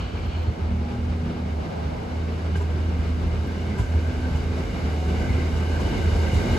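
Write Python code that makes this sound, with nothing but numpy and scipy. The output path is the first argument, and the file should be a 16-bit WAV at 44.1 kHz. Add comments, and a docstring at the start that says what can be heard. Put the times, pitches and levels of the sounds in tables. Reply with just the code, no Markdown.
"""An electric train nears a listener on the ballast beside the line, under a road viaduct.
From the start: throbbing hum and motor lines (sines), rumble, town and rolling (shaped noise), wind.
Tyre noise fades in the first second; ticks (decaying sines) and faint tones come mostly early, some later.
Rolling swells and sings in the wheel modes; from 2.5 s wheels hiss, crack and ring over rail joints.
A phone with two microphone ports hears it all."""
import sys
import numpy as np
from scipy import signal
from scipy.fft import rfft, irfft
from scipy.io import wavfile

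SR = 44100
rng = np.random.default_rng(int(sys.argv[2]) if len(sys.argv) > 2 else 0)


def output_pcm(signal):
    """Save a mono or channel-first signal as 16-bit PCM at the path in sys.argv[1].

    Samples are clipped to [-1, 1] before scaling.
    """
    pcm = np.clip(np.atleast_2d(signal).T, -1, 1) * 32767
    wavfile.write(sys.argv[1], SR, np.round(pcm).astype(np.int16))


N = 290178
TIME_S = np.arange(N) / SR
FREQ_HZ = np.arange(N // 2 + 1) * SR / N + 1e-3   # offset avoids log(0)

# deep hum: t/s, f/Hz, level/dB
HUM = [(0.0, 78.3, -27), (0.3, 82.2, -28), (0.5, 83.1, -25.5), (0.75, 79.4, -24.5), (1.1, 79.9, -25.5),
       (1.35, 81.3, -30.5), (1.55, 77.4, -27.5), (1.8, 77.5, -29.5), (2.2, 80.27, -26), (2.4, 80.9, -29),
       (2.55, 80.05, -23), (3.3, 79.7, -25.5), (3.65, 80.94, -27.5), (4.0, 79.5, -21.5),
       (4.5, 78.86, -26.5), (4.8, 78.03, -28.5), (5.2, 78.5, -23), (5.5, 77.75, -23), (5.85, 80.2, -24),
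       (6.1, 78.7, -21), (6.58, 78.8, -23)]
# brief dips and swells of the hum: centre t/s, half length/s, change/dB
HUM_THROBS = [(0.03, 0.025, -52), (0.11, 0.051, -19), (0.56, 0.064, -23), (0.93, 0.12, -12.5),
              (1.69, 0.1, -30), (2.03, 0.15, -16), (3.45, 0.026, -8), (3.75, 0.061, -4), (3.85, 0.041, -16),
              (3.96, 0.047, 5), (4.01, 0.021, -7), (4.13, 0.028, -7), (4.19, 0.025, -1), (4.3, 0.033, -7),
              (4.35, 0.03, 5), (4.43, 0.028, -5), (4.65, 0.038, -13), (4.73, 0.058, -19),
              (5.22, 0.039, -16), (5.3, 0.052, -27), (5.83, 0.02, -17), (5.96, 0.088, -50),
              (6.31, 0.038, -7), (6.45, 0.064, -35), (6.58, 0.03, -23)]
HUM_WAVER_HZ, HUM_FLUTTER_DB = 0.92, 0.5

# distant motor: t/s, speed/(turns/s), level/dB of the 4th, 5th and 6th multiples
MOTOR = [(0.0, 40.3, -60, -60, -44), (0.4, 40.3, -60, -52, -48), (0.62, 40.2, -60, -52, -46),
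         (0.7, 40.0, -60, -36, -38), (0.8, 40.0, -60, -36, -36), (0.87, 40.2, -60, -50, -36),
         (0.95, 40.1, -60, -37, -34), (1.06, 40.1, -60, -38, -35), (1.14, 40.1, -42, -52, -34),
         (1.27, 40.0, -33, -60, -34), (1.45, 40.2, -46, -60, -38), (1.68, 40.4, -36, -50, -48),
         (1.85, 40.6, -50, -60, -46), (2.05, 41.0, -56, -60, -39), (2.25, 41.1, -41, -60, -41),
         (2.45, 41.2, -40, -60, -52), (2.65, 41.4, -42, -60, -54), (2.85, 41.7, -39, -60, -39),
         (3.15, 41.7, -42, -55, -40), (3.35, 41.7, -55, -42, -48), (3.55, 41.8, -60, -41, -42),
         (3.78, 41.9, -60, -39, -50), (3.88, 41.9, -60, -55, -39), (4.0, 41.9, -60, -60, -40),
         (4.1, 42.0, -60, -60, -35), (4.5, 42.0, -60, -55, -39), (4.8, 42.1, -60, -40, -42),
         (4.95, 42.1, -60, -55, -50), (5.22, 42.2, -60, -35, -37), (5.45, 42.4, -60, -46, -37),
         (5.8, 42.0, -60, -44, -43), (5.95, 41.0, -60, -39, -52), (6.3, 40.6, -60, -39, -50),
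         (6.47, 40.0, -60, -38, -32), (6.58, 40.0, -60, -40, -33)]

# noise spectra, here and below, are relative: f/Hz, density/(dB per Hz)
# ground rumble from viaduct and track: f/Hz, density/(dB per Hz)
RUMBLE_COLOUR = [(20, -30), (32, -20), (45, 8), (65, 3.5), (100, 2), (150, -10), (250, -15), (400, -35)]
# brief rumble swells and dips: centre t/s, half length/s, change/dB
RUMBLE_SWELLS = [(0.2, 0.52, 7), (0.49, 0.048, 14), (0.72, 0.16, 7), (2.3, 0.61, -2.5), (3.05, 0.17, 8),
                 (3.25, 0.076, 7), (3.82, 0.05, 11.5), (4.19, 0.049, 9), (4.99, 0.11, -6),
                 (5.31, 0.068, 6.5), (5.64, 0.091, -13), (6.14, .08, 5.5), (6.36, 0.058, 4.5)]
RUMBLE_DB, RUMBLE_FOLLOWS, RUMBLE_LUMPS_DB = -29, 0.74, 2   # FOLLOWS: share of approach gain in dB

# town noise with the far roar of the train: f/Hz, density/(dB per Hz)
TOWN_COLOUR = [(40, -12), (90, -3.5), (180, 0.5), (300, -7.5), (410, -7.5), (600, -15), (1000, -16.5),
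               (2000, -22.5), (3300, -29), (4300, -32.5), (5500, -34.5), (7000, -49.5), (10000, -48.5),
               (14000, -88), (17000, -68)]
TOWN_DB, TOWN_FOLLOWS = -30, 0.44

# tyre noise: t/s, level/dB
TYRES = [(0, -40), (0.15, -45), (0.3, -44.5), (0.45, -45), (0.55, -57), (0.7, -69), (1.2, -80)]
# tyre spectrum: f/Hz, density/(dB per Hz)
TYRE_COLOUR = [(600, -19), (900, 4.5), (1500, -0.5), (2000, -7), (2200, -5), (2360, 0.5), (2520, -3),
               (2750, -2), (2950, 0.5), (3200, -1.5), (3600, -10), (4300, -6), (4800, -13), (6000, -19),
               (9000, -28)]

# rolling steel on steel: f/Hz, density/(dB per Hz)
ROLLING_COLOUR = [(150, -35), (300, 4), (450, 2.5), (700, -5.5), (1100, -24.5), (2000, -21), (3500, -28.5),
                  (5500, -24.5), (8000, -26.5), (11000, -33), (17000, -39.5)]
# wheel resonances: f/Hz, width/Hz, gain/dB before song gain, singing and swell
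WHEEL_MODES = [(917, 89, 9), (1560, 68, 15), (2062, 40, 12.5), (2192, 80, 12), (2394, 120, 2),
               (2842, 55, 13), (2932, 70, 13.5), (3545, 50, 9), (3750, 130, 8), (4150, 90, 2),
               (4755, 90, 4.5)]
# modes within 6 % of f briefly swell or dip: f/Hz, centre t/s, half length/s, change/dB
SINGING = [(1570, 2.7, 0.41, 7), (1570, 3.864, 0.88, 9.5), (1570, 5.21, 0.31, 6), (1570, 6.03, .06, 5),
           (1570, 6.25, 0.068, 8.5), (1570, 6.47, 0.071, 5.5), (2174, 3.73, 0.2, 6), (2162, 5.3, 0.28, 8),
           (2215, 5.97, .08, 2), (2250, 6.45, 0.098, 3), (2200, 5.72, 0.1, -1), (2900, 5.95, 0.21, 2.5),
           (2900, 6.8, 0.069, 2), (2900, 6.5, 0.046, -4), (3700, 6.3, .35, 1.5)]
START_M, SPEED_M_PER_S, REFERENCE_M = 114, 15, 30
ROLLING_DB, SPREAD_DB_PER_DECADE = -37.5, 17   # rolling level at REFERENCE_M
SONG_DB, SONG_FOLLOWS, SONG_SWELL_DB = 2.5, 0.25, 2.5

# wind on the ports: t/s, level/dB of the part in opposition
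WIND = [(0, -49), (0.6, -45), (0.9, -49.5), (1.68, -44), (1.78, -38.5), (1.9, -42.5), (2.15, -44),
        (2.5, -51), (6.58, -75)]
# wind spectrum: f/Hz, density/(dB per Hz)
WIND_COLOUR = [(250, -9), (400, -6.5), (520, -1.5), (700, -0.5), (900, -6), (1500, -23)]

# tyre tones, chirps, low motor tones, a drone: start t/s, end t/s, first f/Hz, last f/Hz,
# level/dB, left minus right/dB
FAINT_TONES = [(0.035, 0.085, 2930, 2950, -53, 0), (0.15, 0.25, 2330, 2370, -55, 0),
               (0.275, 0.31, 4280, 4240, -57, 0), (0.345, 0.38, 4150, 4270, -63, -2),
               (0.395, 0.41, 4080, 4110, -58, 0), (0.422, 0.438, 4070, 4080, -57, -1),
               (0.46, 0.5, 4200, 4290, -59, 0), (0.58, 0.66, 855, 870, -52, 0),
               (0.61, 0.71, 785, 780, -52, 0), (0.73, 0.82, 121, 122, -33, 0),
               (0.79, 0.99, 822, 812, -50, 4), (0.91, 1.05, 119, 119, -35, 0), (1.4, 1.5, 188, 186, -36, 0),
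               (3.1, 3.4, 168, 176, -38, 6), (4.93, 5.29, 745, 737, -44, -2),
               (5.15, 6.583, 46.92, 46.92, -38, 3), (5.402, 5.9, 385, 385, -48, -4)]
TONE_FADE_SHARE = 0.25   # of its length, centred on start and end

# tiny high ticks: t/s, peak/dB before envelope, f/Hz
TICKS = [(0.180, -47, 14000), (0.259, -54, 14600), (0.269, -45, 14100), (0.380, -48, 14100),
         (0.412, -51, 14100), (0.422, -48, 14000), (0.431, -48, 14200), (3.475, -48, 11800)]
TICK_T60_S = 0.014

# wheels over rail joints: t/s, hiss/dB, ring/dB, hardness/(dB per octave re 1 kHz), thud/dB,
# favoured mode f/Hz, hiss t60/s; levels before envelopes, ring also before mode offsets
JOINTS = [(2.544, -60, -39, -4, -40, 845, .1), (2.553, -44, -32, 0, -36, 1590, 0.24),
          (2.606, -46, -33, -5, -40, 985, .1), (3.773, -45.5, -36, -2, -30, 1590, 0.45),
          (3.784, -55, -37, 0, -40, 985, .1), (3.797, -60, -38, -2, -9, 1460, .1),
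          (4.35, -44, -40, 4, -14, 845, 0.14), (4.575, -43, -40, -6, -38, 651, 0.11),
          (5.27, -53, -47, -2, -24, 400, 0.12), (5.56, -43, -50, -4, -34, 400, 0.16),
          (5.795, -40, -41, -4, -12, 985, .15), (6.034, -57, -42, 0, -34, 1590, .12),
          (6.238, -50, -42, 2, -33, 1590, 0.11), (6.33, -39, -48, -4, -16, 2940, 0.24),
          (6.395, -50, -42, 2, -36, 2120, .1), (6.505, -45, -44, 4, -11, 2120, 0.2)]
# hiss spectrum at a joint: f/Hz, density/(dB per Hz)
CLACK_COLOUR = [(300, -14), (1000, -7), (1600, -23), (3000, -7), (5500, -10), (8200, -9.5), (11000, -19.5),
                (14000, -24), (17000, -50)]
# rail modes: f/Hz, offset/dB, t60/s
RAIL_MODES = [(400, 0, 0.12), (651, -5, 0.1), (845, -4, 0.07), (985, -2, 0.09), (1460, -4, .07),
              (1590, -3, 0.06), (2120, -3, 0.05), (2940, -3, .045)]
# dry crack spectrum: f/Hz, density/(dB per Hz)
CRACK_COLOUR = [(200, -10), (500, 0), (1600, -3), (3200, -9), (5000, -24)]
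CLACK_RISE_S = 0.016
THUD_HZ, THUD_T60_S = 95, 0.04
CRACK_DB, CRACK_T60_S = -4, 0.07   # CRACK_DB: re ring
BLOW_RISE_S, BLOW_SPREAD_S = 0.006, 0.006   # SPREAD: full range of mode starts
FAVOUR_DB, BLOW_CHANCE_DB = 8, 2

# the two ports: f/Hz, power share common to both, right lead/rad, left minus right/dB
PORTS = [(0, .95, 0, -1.2), (260, .85, -.1, -1), (520, .55, -.5, .3), (780, .25, -.5, 1.7),
         (1040, .3, -2.3, 1.3), (1300, .05, -1.5, .2), (1560, .45, -.7, 0), (1820, .5, -3.3, -1.3),
         (2080, .75, -5, -.3), (2340, .65, -6.25, -1.4), (2600, .35, -6.95, 0), (2950, .72, -6.9, 0),
         (3400, .2, -8.2, .7), (3640, .42, -5.9, 0), (4420, .53, -6.1, -.3), (4940, .43, -7.2, -.5),
         (5460, .33, -9.7, 0), (5850, .2, -12, -1.2), (6500, .65, -12.9, 1.5), (7500, .7, -12, .3),
         (8200, .8, -10.6, .5), (8700, 1, -9.425, 0), (9600, 1, -9.425, 0), (10500, .95, -6.3, 0),
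         (11700, .95, -6.2, 0), (12600, 1, -3.1416, 0), (13700, 1, -3.1416, 0), (14900, 1, 0, 0)]
LOW_CUT_HZ, STOPBAND_EDGE_HZ = 39, 16050


def from_db(db):
    """Decibels to gain."""
    return 10 ** (np.asarray(db) / 20)


def rms_one(x):
    """Scale to unit rms."""
    return x / np.sqrt(np.mean(x ** 2) + 1e-20)


def in_time(rows):
    """Each table column as a curve over all samples."""
    t_s, *columns = np.transpose(rows)
    return [np.interp(TIME_S, t_s, column) for column in columns]


def drift(corner_hz):
    """Slow chance of unit rms: noise at SR/40 through two equal one-pole low-passes."""
    step = 40
    pole = np.exp(-2 * np.pi * corner_hz * step / SR)
    noise = rng.standard_normal(N // step + 2002)
    slow = signal.lfilter([1], [1, -2 * pole, pole ** 2], noise)[2000:]   # drop the settling
    return np.interp(np.arange(N) / step, np.arange(len(slow)), rms_one(slow))


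def swells(rows):
    """Sum of cosine-squared bumps in dB: centre t/s, half length/s, change/dB."""
    total_db = 0
    for t_s, half_s, change_db in rows:
        phase = np.pi / 2 * np.clip((TIME_S - t_s) / half_s, -1, 1)
        total_db = total_db + change_db * np.cos(phase) ** 2
    return total_db


def colour(points):
    """Spectral gain, interpolated over log f; -120 dB outside the table."""
    hz, db = np.transpose(points)
    return from_db(np.interp(np.log(FREQ_HZ), np.log(hz), db, left=-120, right=-120))


def field(gain):
    """Three independent noises of one colour: common to both ports, left only, right only."""
    spectra = rfft(rng.standard_normal((3, N)))
    return rms_one(irfft(spectra * gain, N))


def tone(hz, level_db, waver_hz, flutter_db):
    """A sine of given rms level whose pitch and strength wander."""
    turns = np.cumsum(hz + waver_hz * drift(3.19)) / SR + rng.random()
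    gain = np.sqrt(2) * from_db(level_db + flutter_db * drift(6.1))
    return gain * np.sin(2 * np.pi * turns)


def add(out, start_s, t60_s, shape, rise_s=0.0013):
    """Add shape(age/s) in place, with linear rise and exponential decay."""
    first = round(start_s * SR)
    age_s = np.arange(min(int(1.2 * t60_s * SR), N - first)) / SR
    envelope = np.minimum(age_s / rise_s, 1) * from_db(-60 * age_s / t60_s)
    out[first:first + len(age_s)] += envelope * shape(age_s)


def struck(hz, peak_db):
    """A sine starting at zero phase at the blow."""
    return lambda age_s: from_db(peak_db) * np.sin(2 * np.pi * hz * age_s)


def nearness_db():
    """Level re reference distance as the train closes in at steady speed."""
    distance_m = START_M - SPEED_M_PER_S * TIME_S
    return -SPREAD_DB_PER_DECADE * np.log10(distance_m / REFERENCE_M)


def hum():
    """A wavering sine throbs through dips and swells."""
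    hz, level_db = in_time(HUM)
    return tone(hz, level_db + swells(HUM_THROBS), HUM_WAVER_HZ, HUM_FLUTTER_DB)


def motor():
    """Sines at three multiples of the turning speed."""
    out = np.zeros(N)
    turns_per_s, *levels_db = in_time(MOTOR)
    for multiple, level_db in zip((4, 5, 6), levels_db):
        out += tone(multiple * turns_per_s, level_db, waver_hz=0.4, flutter_db=1.0)
    return out


def rumble():
    """Low noise from viaduct and track partly follows the approach, in lumps."""
    level_db = RUMBLE_DB + RUMBLE_FOLLOWS * nearness_db()
    level_db += swells(RUMBLE_SWELLS) + RUMBLE_LUMPS_DB * drift(4.5)
    return from_db(level_db) * field(colour(RUMBLE_COLOUR))


def town():
    """Town noise, with the far roar of the train growing inside it."""
    level_db = TOWN_DB + TOWN_FOLLOWS * nearness_db() + 1.1 * drift(7.9)
    return from_db(level_db) * field(colour(TOWN_COLOUR))


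def tyres():
    """Tyre noise: shaped noise under a falling level."""
    level_db = in_time(TYRES)[0] + 1.5 * drift(9.5)
    return from_db(level_db) * field(colour(TYRE_COLOUR))


def wheel_modes(noise, song_db):
    """Rolling noise drives two-pole wheel resonances, each swelling on its own."""
    out = noise.copy()
    for hz, width_hz, gain_db in WHEEL_MODES:
        radius = np.exp(-np.pi * width_hz / SR)
        poles = [1, -2 * radius * np.cos(2 * np.pi * hz / SR), radius ** 2]
        edge = (1 - radius ** 2) / 2
        rung = signal.lfilter([edge, 0, -edge], poles, noise)
        singing_db = swells([row for pitch_hz, *row in SINGING if abs(hz / pitch_hz - 1) < 0.06])
        out += from_db(gain_db + song_db + singing_db + SONG_SWELL_DB * drift(8.6)) * rung
    return out


def rolling():
    """Rough steel on steel excites the wheels and grows as the train nears."""
    song_db = SONG_DB + SONG_FOLLOWS * nearness_db()
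    noise = wheel_modes(field(colour(ROLLING_COLOUR)), song_db)
    return from_db(ROLLING_DB + nearness_db() + 0.41 * drift(6.5)) * noise


def wind():
    """Air across the phone presses on one port as it pulls on the other."""
    across, left, right = field(colour(WIND_COLOUR))
    pair = across * np.array([[1], [-1]]) + 1.1 * np.array([left, right])
    return from_db(in_time(WIND)[0] + 1.2 * drift(8.1)) * pair


def faint_tones():
    """Sines, steady or gliding, each with its own left-right balance: tyres, chirps, motor, drone."""
    out = np.zeros((2, N))
    for start_s, end_s, first_hz, last_hz, level_db, pan_db in FAINT_TONES:
        along = (TIME_S - start_s) / (end_s - start_s)
        sounding = np.clip(0.5 + np.minimum(along, 1 - along) / TONE_FADE_SHARE, 0, 1)
        hz = first_hz + (last_hz - first_hz) * along
        faint = sounding * tone(hz, level_db, waver_hz=1.5, flutter_db=1.8)
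        out += from_db([[pan_db / 2], [-pan_db / 2]]) * faint
    return out


def ticks():
    """Tiny high decaying sines."""
    out = np.zeros(N)
    for t_s, peak_db, hz in TICKS:
        add(out, t_s, TICK_T60_S, struck(hz, peak_db))
    return out


def joint_hiss():
    """Steel-on-steel noise flares up at each joint and dies away."""
    flare = np.zeros(N)
    for t_s, hiss_db, *_, t60_s in JOINTS:
        add(flare, t_s, t60_s, lambda age_s: from_db(hiss_db), CLACK_RISE_S)
    return flare * field(colour(CLACK_COLOUR))


def joint_blows():
    """Each joint thuds the ground, cracks and rings the rail; harder blows favour higher modes."""
    out, crack = np.zeros(N), np.zeros(N)
    chance = rng.uniform(-1, 1, (len(JOINTS), len(RAIL_MODES), 2))
    for joint, luck in zip(JOINTS, chance):
        t_s, _, ring_db, hardness_db, thud_db, favoured_hz, _ = joint
        add(out, t_s, THUD_T60_S, struck(THUD_HZ, thud_db))
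        add(crack, t_s, CRACK_T60_S, lambda age_s: from_db(ring_db + CRACK_DB), BLOW_RISE_S)
        for (hz, offset_db, t60_s), (stronger, later) in zip(RAIL_MODES, luck):
            peak_db = ring_db + offset_db + BLOW_CHANCE_DB * stronger
            peak_db += hardness_db * np.log2(hz / 1000)
            peak_db += FAVOUR_DB * (abs(hz / favoured_hz - 1) < 0.06)
            start_s = t_s + BLOW_SPREAD_S * later / 2
            add(out, start_s, t60_s, struck(hz, peak_db), BLOW_RISE_S)
    return out + crack * rms_one(field(colour(CRACK_COLOUR))[0])


def ports(diffuse, direct):
    """Mix common and own parts by frequency; the ports differ in phase and level by frequency."""
    hz, share, lead_rad, tilt_db = np.transpose(PORTS)
    share = np.clip(np.interp(FREQ_HZ, hz, share), 0, 1)
    common, left, right = rfft(diffuse)
    common = np.sqrt(share) * common + rfft(direct)
    turn = np.exp(1j * np.interp(FREQ_HZ, hz, lead_rad))
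    own = np.sqrt(1 - share) * np.array([left, right])
    pair = np.array([common, common * turn]) + own
    tilt = from_db(np.interp(FREQ_HZ, hz, tilt_db) / 2)
    return irfft(pair * [tilt, 1 / tilt], N)


def scene():
    """All sources at the two ports."""
    direct = hum() + motor() + ticks() + joint_blows()
    diffuse = rumble() + town() + tyres() + rolling() + joint_hiss()
    return ports(diffuse, direct) + wind() + faint_tones()


def record(dry):
    """The microphones lose the deepest bass; the top is cut steeply."""
    low_cut = signal.butter(2, LOW_CUT_HZ, "high", fs=SR, output="sos")
    top_cut = signal.cheby2(16, 70, STOPBAND_EDGE_HZ, fs=SR, output="sos")
    return signal.sosfilt(top_cut, signal.sosfilt(low_cut, dry))


dry = scene()
out = record(dry)
output_pcm(out)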